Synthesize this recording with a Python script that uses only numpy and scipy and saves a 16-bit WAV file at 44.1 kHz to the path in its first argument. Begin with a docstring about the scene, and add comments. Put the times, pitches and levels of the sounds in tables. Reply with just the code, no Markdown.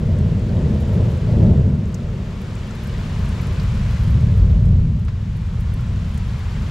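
"""Thunder over night rain

Outdoors, shock waves from the lightning channel superpose into a growling peal, then into a second,
deeper one from farther off, its treble absorbed by the air. Steady rain swells and eases: countless
impacts merge into a wide hiss with a fine patter and the ring of trapped bubbles.
Single drops tick and splash close by, and one heavy drip lands with a dull pat."""
import sys
import numpy as np
from scipy import signal
from scipy.fft import rfft, irfft
from scipy.io import wavfile
from scipy.ndimage import uniform_filter1d

SR = 44100
rng = np.random.default_rng(int(sys.argv[2]) if len(sys.argv) > 2 else 0)


def wav_record(signal):
    """Record a signal, one row per channel, as 16-bit PCM in the file named by sys.argv[1]."""
    frames = np.transpose(np.atleast_2d(signal))
    bounded = np.clip(frames, -1, 1)
    # unit amplitude maps onto the largest positive 16-bit level
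    quanta = np.round(bounded * 32767).astype(np.int16)
    wavfile.write(sys.argv[1], SR, quanta)


N = 295470
TIME = np.arange(N) / SR
FREQS = np.maximum(np.arange(N // 2 + 1) * SR / N, 1)
LEFT_RIGHT = np.array([[1], [-1]])


def from_db(db):
    """Amplitude ratio of a level in decibels."""
    return 10 ** (np.asarray(db) / 20)


def power_of(db):
    """Power ratio of a level in decibels."""
    return 10 ** (np.maximum(db, -150) / 10)


def unit_rms(x):
    """Normalisation to an rms of 1."""
    return x / np.sqrt(np.mean(x ** 2) + 1e-20)


def over_time(rows):
    """Linear interpolation in time of each column after the first."""
    times, *columns = np.transpose(rows)
    return [np.interp(TIME, times, column) for column in columns]


def over_hz(points, beyond=None):
    """Interpolation of a curve on a logarithmic frequency axis."""
    hz, value = np.transpose(points)
    return np.interp(np.log(FREQS), np.log(hz), value, left=beyond, right=beyond)


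def colour(x, spectrum):
    """Linear filtering by a spectrum that is silent beyond its ends; rms 1."""
    gain = from_db(over_hz(spectrum, -np.inf))
    return unit_rms(irfft(rfft(x) * gain, N))


def impulses(per_s, spread_db):
    """A Poisson process of impulses of either sign, many small and a few large."""
    sizes = from_db(spread_db * np.minimum(rng.exponential(1, N), 5))
    return (rng.random(N) < per_s / SR) * sizes * rng.choice([-1, 1], N)


def level_out(x, window_s):
    """Division by the running rms holds a texture steady over spans longer than the window."""
    size = max(int(window_s * SR), 2)
    power = uniform_filter1d(uniform_filter1d(x ** 2, size), size)
    return x / np.sqrt(np.abs(power) + 1e-9)


def burst(start_s, t60):
    """Exponential decay after a sudden onset: the samples covered, and the envelope."""
    first = int(np.clip(start_s * SR, 0, N - 2))
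    age = TIME[:min(N // 80, N - first)]
    return slice(first, first + len(age)), from_db(-60 * age / max(t60, 1e-4))


# Coherence of the rain between the ears: f/Hz, coherence/1
EAR_COHERENCE = [(450, 1), (740, 0.73), (1400, 0.8), (2100, 0.63), (3100, 0.59), (5300, 0.81), (7600, 0.61),
                 (10000, 0.65), (12100, 0.26), (15000, .15)]
# Level difference, left minus right: f/Hz, level/dB
EAR_LEVEL_DIFFERENCE = [(400, -3.5), (750, 2.2), (1300, 2.0), (4400, 1.0), (8000, 2.5), (10500, 3),
                        (12100, 9.5), (15000, 8)]
# Phase lead of the left ear: f/Hz, phase/rad
EAR_PHASE_LEAD = [(400, -.1), (780, -0.44), (1400, -0.19), (2300, -0.65), (3200, -0.051), (4500, 0)]

def diffuse_noise(spectrum):
    """In a diffuse field the ears agree less in the treble, here stronger on the left; rms 1."""
    mid, side = rfft(rng.standard_normal((2, N)))
    coherence = np.clip(over_hz(EAR_COHERENCE), 0, .95)
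    ears = np.sqrt(1 + coherence) * mid + np.sqrt(1 - coherence) * side * LEFT_RIGHT
    phase_shift = np.exp(1j * over_hz(EAR_PHASE_LEAD) / 2 * LEFT_RIGHT)
    gain = from_db(over_hz(spectrum, -np.inf) + over_hz(EAR_LEVEL_DIFFERENCE) / 2 * LEFT_RIGHT)
    return unit_rms(irfft(ears * phase_shift * gain, N))


# Spectrum of splats in the middle distance: f/Hz, spectral level/dB
PATTER_SPECTRUM = [(1500, -1.5), (4000, 11), (7500, -2), (9500, 0.5), (11000, -17), (12200, -5),
                   (13200, -11), (15000, -17.5)]

def patter(per_s, decay_s=0.0011):
    """Shot noise: each impact releases a burst of spray whose power decays exponentially."""
    hits = impulses(per_s, spread_db=0.5)
    power = signal.lfilter([1], [1, -np.exp(-1 / (decay_s * SR))], hits ** 2 + 1e-18)
    return unit_rms(np.sqrt(power) * diffuse_noise(PATTER_SPECTRUM))


def bubbles(count=1400, low_hz=1300, high_hz=8000, t60_cycles=70, spread_db=3.3):
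    """Bubble resonance: air trapped by drops on standing water rings briefly at its own pitch."""
    plinks = np.zeros(N)
    for when, pitch, strength in rng.random((count, 3)):
        hz = low_hz * (high_hz / low_hz) ** pitch
        span, fade = burst(when * N / SR, t60_cycles / hz)
        level_db = spread_db * min(-np.log(1 - strength), 4)
        gain = from_db(level_db) * (low_hz / hz) ** .5
        plinks[span] += gain * fade * np.sin(2 * np.pi * hz * TIME[:len(fade)])
    return unit_rms(plinks)


# The shower as it swells and eases: t/s, relative level/dB
SHOWER_LEVEL = [(0.0, -48), (1.0, -45.5), (1.4, -46.5), (1.75, -50.5), (3.05, -43), (3.5, -42.5),
                (3.95, -42.5), (4.7, -50.5), (5.0, -52.4), (5.3, -50), (5.7, -48), (6.65, -44)]
# Spectrum of the far rain: f/Hz, spectral level/dB
HISS_SPECTRUM = [(150, -1), (400, 2.5), (780, -0.5), (1050, 3), (1250, 0.45), (1700, -1.5), (3000, -4.5),
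                 (5000, -12), (7600, -16.5), (8200, -21.5), (11100, -28.5), (12100, -26.5), (13200, -35),
                 (15800, -40)]

def rain():
    """Incoherent summation merges far drops into a hiss; nearer ones patter and plink."""
    shower_db, = over_time(SHOWER_LEVEL)
    hiss = diffuse_noise(HISS_SPECTRUM)
    splats = patter(per_s=150 * from_db(shower_db - shower_db.max()))
    return from_db(shower_db) * (from_db(4) * hiss + from_db(-15.5) * splats + from_db(-10) * bubbles())


# Heavy drip on something dull: t/s, relative level/dB, 60 dB decay time/s
DRIP_IMPACTS = [(5.082, -38.5, 0.097)]
# Spectrum of its pat: f/Hz, spectral level/dB
DRIP_SPECTRUM = [(400, -10.5), (1000, 7), (2500, -1), (5000, -8), (8000, -22), (14000, -37)]

def heavy_drip():
    """A damped impact: gathered water lands with a short dull pat."""
    envelope = np.zeros(N)
    for start_s, db, t60 in DRIP_IMPACTS:
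        span, fade = burst(start_s, t60)
        envelope[span] += from_db(db) * fade
    return envelope * diffuse_noise(DRIP_SPECTRUM)


def small_drops(count=60, low_hz=8000, high_hz=13000, spread_db=4):
    """Random arrivals at a rate proportional to the shower's power; rows as in LOUD_DROPS."""
    shower_db, = over_time(SHOWER_LEVEL)
    fallen = np.cumsum(power_of(shower_db))
    draws = rng.random((count, 2))
    offsets_db = spread_db * np.clip(rng.standard_normal((count, 2)), -2, 2)
    rows = []
    for (when, pitch), (tick_offset, splash_offset) in zip(draws, offsets_db):
        start_s = np.interp(when * fallen[-1], fallen, TIME)
        hz = low_hz * (high_hz / low_hz) ** pitch
        rows.append((start_s, -47 + tick_offset, hz, -60.5 + splash_offset))
    return rows


# Loudest drops close by: t/s, relative tick level/dB, tick f/Hz, relative splash level/dB
LOUD_DROPS = [(0.8047, -42, 12500, -60), (1.8554, -37, 7000, -70), (1.9432, -23.5, 6860, -47),
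              (2.414, -41, 12000, -51.5), (2.5521, -33.5, 7500, -59), (2.709, -36.5, 7000, -65),
              (2.8347, -43.5, 12000, -46.5), (2.871, -39, 9000, -47), (3.2888, -36, 10000, -57),
              (3.4688, -39, 10500, -70), (3.5985, -27, 5000, -60), (3.9062, -37.5, 7500, -52),
              (4.077, -45, 10000, -52), (4.6549, -39, 8000, -69), (5.0495, -41, 8500, -66),
              (5.6059, -41, 10000, -50), (5.7377, -40.5, 10500, -51), (6.1753, -31, 8000, -48),
              (6.3895, -50, 12000, -54)]
# Spectrum of a splash's spray: f/Hz, spectral level/dB
SPRAY_SPECTRUM = [(3000, -11), (6500, -5), (9500, -2), (11000, -2.5), (12200, 7), (13200, -3),
                  (14800, -2.5), (15800, -15.5)]

def near_drops(tick_t60=0.002, splash_delay_s=.0029, splash_t60=.016, scatter_t60=0.034):
    """Impact and scattering: a drop ticks, nearby surfaces scatter it, its crown breaks into spray."""
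    ticks, splashes = np.zeros((2, N)), np.zeros(N)
    for start_s, tick_db, hz, splash_db in list(LOUD_DROPS) + small_drops():
        span, snap = burst(start_s, tick_t60)
        _, tail = burst(start_s, scatter_t60)
        edges_hz = [hz * 0.75, min(hz * 1.12, SR / 2 - 1000)]
        band = signal.butter(3, edges_hz, "band", fs=SR, output="sos")
        # the struck surface rings for a few cycles, roughened by the spreading water
        ring = snap * np.sin(2 * np.pi * hz * TIME[:len(snap)])
        grains = unit_rms(signal.sosfilt(band, rng.standard_normal((3, len(snap)))))
        tick = .5 * (signal.sosfilt(band, ring) + snap * grains[0] / 2)
        scattered = from_db(-12) * tail * (grains[0] + grains[1:] / 2)
        ticks[:, span] += from_db(tick_db - 0.5) * (tick + scattered)
        span, spray = burst(start_s + splash_delay_s, splash_t60)
        splashes[span] += from_db(splash_db + 3) * spray
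    return ticks + splashes * diffuse_noise(SPRAY_SPECTRUM)


def shocks(spectrum, window_s):
    """Superposition: each kink of the channel sends a shock; air and ground round them into a roll."""
    return level_out(colour(impulses(per_s=1500, spread_db=1.5), spectrum), window_s)


# Spectrum of the rumble when near: f/Hz, spectral level/dB
RUMBLE_SPECTRUM = [(50, -33.5), (70, -1), (95, 2), (130, 0), (170, -1.5), (215, -3.5), (240, -9),
                   (275, -20), (330, -29.5)]

def rumble_shocks(distance, air_db_per_hz=0.11):
    """Atmospheric absorption rises with frequency, so the rumble deepens with distance."""
    train = impulses(per_s=1500, spread_db=2.0)
    dulled = [(hz, db - air_db_per_hz * hz) for hz, db in RUMBLE_SPECTRUM]
    near = (1 - distance) ** 1.53 * colour(train, RUMBLE_SPECTRUM)
    far = distance * colour(train, dulled)
    return level_out(near + far, window_s=0.047)


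def peal_shape(arrival_s, hold_s, fade_db_per_s, swell_s=.13):
    """A Gaussian swell, a hold and an exponential decay, in dB relative to the crest."""
    early = np.maximum(arrival_s - TIME, 0)
    late = np.maximum(TIME - arrival_s - hold_s, 0)
    return -10 * (early / swell_s) ** 2 - fade_db_per_s * late


# Steady roll of countless echoes: t/s, relative rumble level/dB, distance/1 (0 near, 1 far)
ROLL_LEVEL = [(0, -22.5, 0.02), (2.7, -29, 0.11), (4.0, -18, .72), (5.2, -22.5, 0.68), (6.7, -23.5, 0.62)]
# Peals, each from one stretch of the lightning channel:
# t/s, hold/s, relative rumble level/dB, relative boom level/dB, distance/1
PEAL_ARRIVALS = [(0.133, 0.18, -16.5, -30, 0.49), (0.59, 0.15, -17, -34.5, 0.15),
                 (0.99, 0.053, -15.2, -31, .15), (1.35, .14, -15.5, -24, .18),
                 (1.46, 0.022, -12, -25, 0.17), (1.603, 0.086, -16, -34, 0.4),
                 (2.074, 0.094, -26.5, -31.5, 0.17), (2.53, .06, -30.5, -34, 0.33),
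                 (2.934, 0.071, -27.5, -28.5, 0.28), (3.22, 0.026, -23, -26, 0.54),
                 (3.487, .02, -28.5, -38, 0), (3.683, .03, -24, -24.2, 0.88),
                 (4.163, 0.11, -15, -37.5, 0.65), (4.407, 0.14, -15.5, -14.5, 0.56),
                 (4.713, 0.058, -13.5, -19, 0.7), (5.60, .16, -25, -29, 0.82),
                 (5.947, 0.025, -24, -41, 0.55), (6.24, 0.026, -31, -28.5, .5), (6.62, 0.044, -30, -27, .2)]

def thunder_levels(near_growl_db=-12, air_loss_db=21.5):
    """Incoherent peals and echoes add in power: rumble, growl and boom in dB, and mean distance."""
    roll_db, roll_distance = over_time(ROLL_LEVEL)
    arrivals = [(roll_db, roll_db, roll_db - 4.5, roll_distance)]
    for arrival_s, hold_s, crest_db, boom_db, distance in PEAL_ARRIVALS:
        body_shape = peal_shape(arrival_s, hold_s, fade_db_per_s=48)
        growl_shape = peal_shape(arrival_s, hold_s, fade_db_per_s=59.5)
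        arrivals.append((crest_db + body_shape, crest_db + growl_shape, boom_db + body_shape, distance))
    rumble = growl = boom = weighted_distance = 0
    for rumble_db, growl_db, boom_db, distance in arrivals:
        rumble += power_of(rumble_db)
        growl += power_of(growl_db + near_growl_db - air_loss_db * distance)
        boom += power_of(boom_db)
        weighted_distance += power_of(rumble_db) * distance
    levels_db = 10 * np.log10([rumble, growl, boom])
    return *levels_db, np.clip(weighted_distance / rumble, 0, 1)


# Spectra of the direct boom and growl: f/Hz, spectral level/dB
BOOM_SPECTRUM = [(10, -37), (20, -18.5), (30, -6.5), (45, -2), (60, -1), (70, -8.5), (85, -17)]
GROWL_SPECTRUM = [(230, -26), (290, -7), (335, 1.5), (400, 1), (470, 1), (530, -3.5), (620, -3), (700, -11),
                  (790, -17.5), (920, -14.5), (1200, -31), (2000, -46)]
# Spectra of rumble and growl reflected from the sides: f/Hz, spectral level/dB
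RUMBLE_ECHO_SPECTRUM = [(20, -13), (50, -6.5), (90, -7), (125, -5), (175, 4), (240, -1), (290, -9.5),
                        (340, -22), (480, -28)]
GROWL_ECHO_SPECTRUM = [(160, -7), (240, 7), (290, 6), (340, -7), (420, -3), (510, -16.5), (620, -4.5),
                       (760, -6), (900, -17), (1300, -21)]

def thunder():
    """Direct sound from ahead reaches the ears in phase; weaker side reflections, in antiphase."""
    rumble_db, growl_db, boom_db, distance = thunder_levels()
    boom = from_db(boom_db + 0.34) * shocks(BOOM_SPECTRUM, window_s=0.12)
    rumble = from_db(rumble_db + 0.42) * rumble_shocks(distance)
    growl = from_db(growl_db) * shocks(GROWL_SPECTRUM, window_s=0.087)
    echo = from_db(rumble_db - 29.5) * shocks(RUMBLE_ECHO_SPECTRUM, window_s=.15)
    echo += from_db(growl_db - 9) * shocks(GROWL_ECHO_SPECTRUM, window_s=.15)
    return (boom + rumble + growl) * from_db(0.2 * LEFT_RIGHT) + echo * LEFT_RIGHT


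def scene():
    """Linear superposition of thunder, rain and the drops close by."""
    return thunder() + rain() + near_drops() + heavy_drip()


def record(dry, ceiling=.95, cutoff_hz=15700):
    """Soft saturation rounds the largest peaks; a steep low-pass filter cuts the top."""
    rounded = dry / (1 + (dry / ceiling) ** 6) ** (1 / 6)
    low_pass = signal.ellip(10, .1, 90, cutoff_hz, fs=SR, output="sos")
    return signal.sosfilt(low_pass, rounded)


dry = scene()
out = record(dry)
wav_record(out)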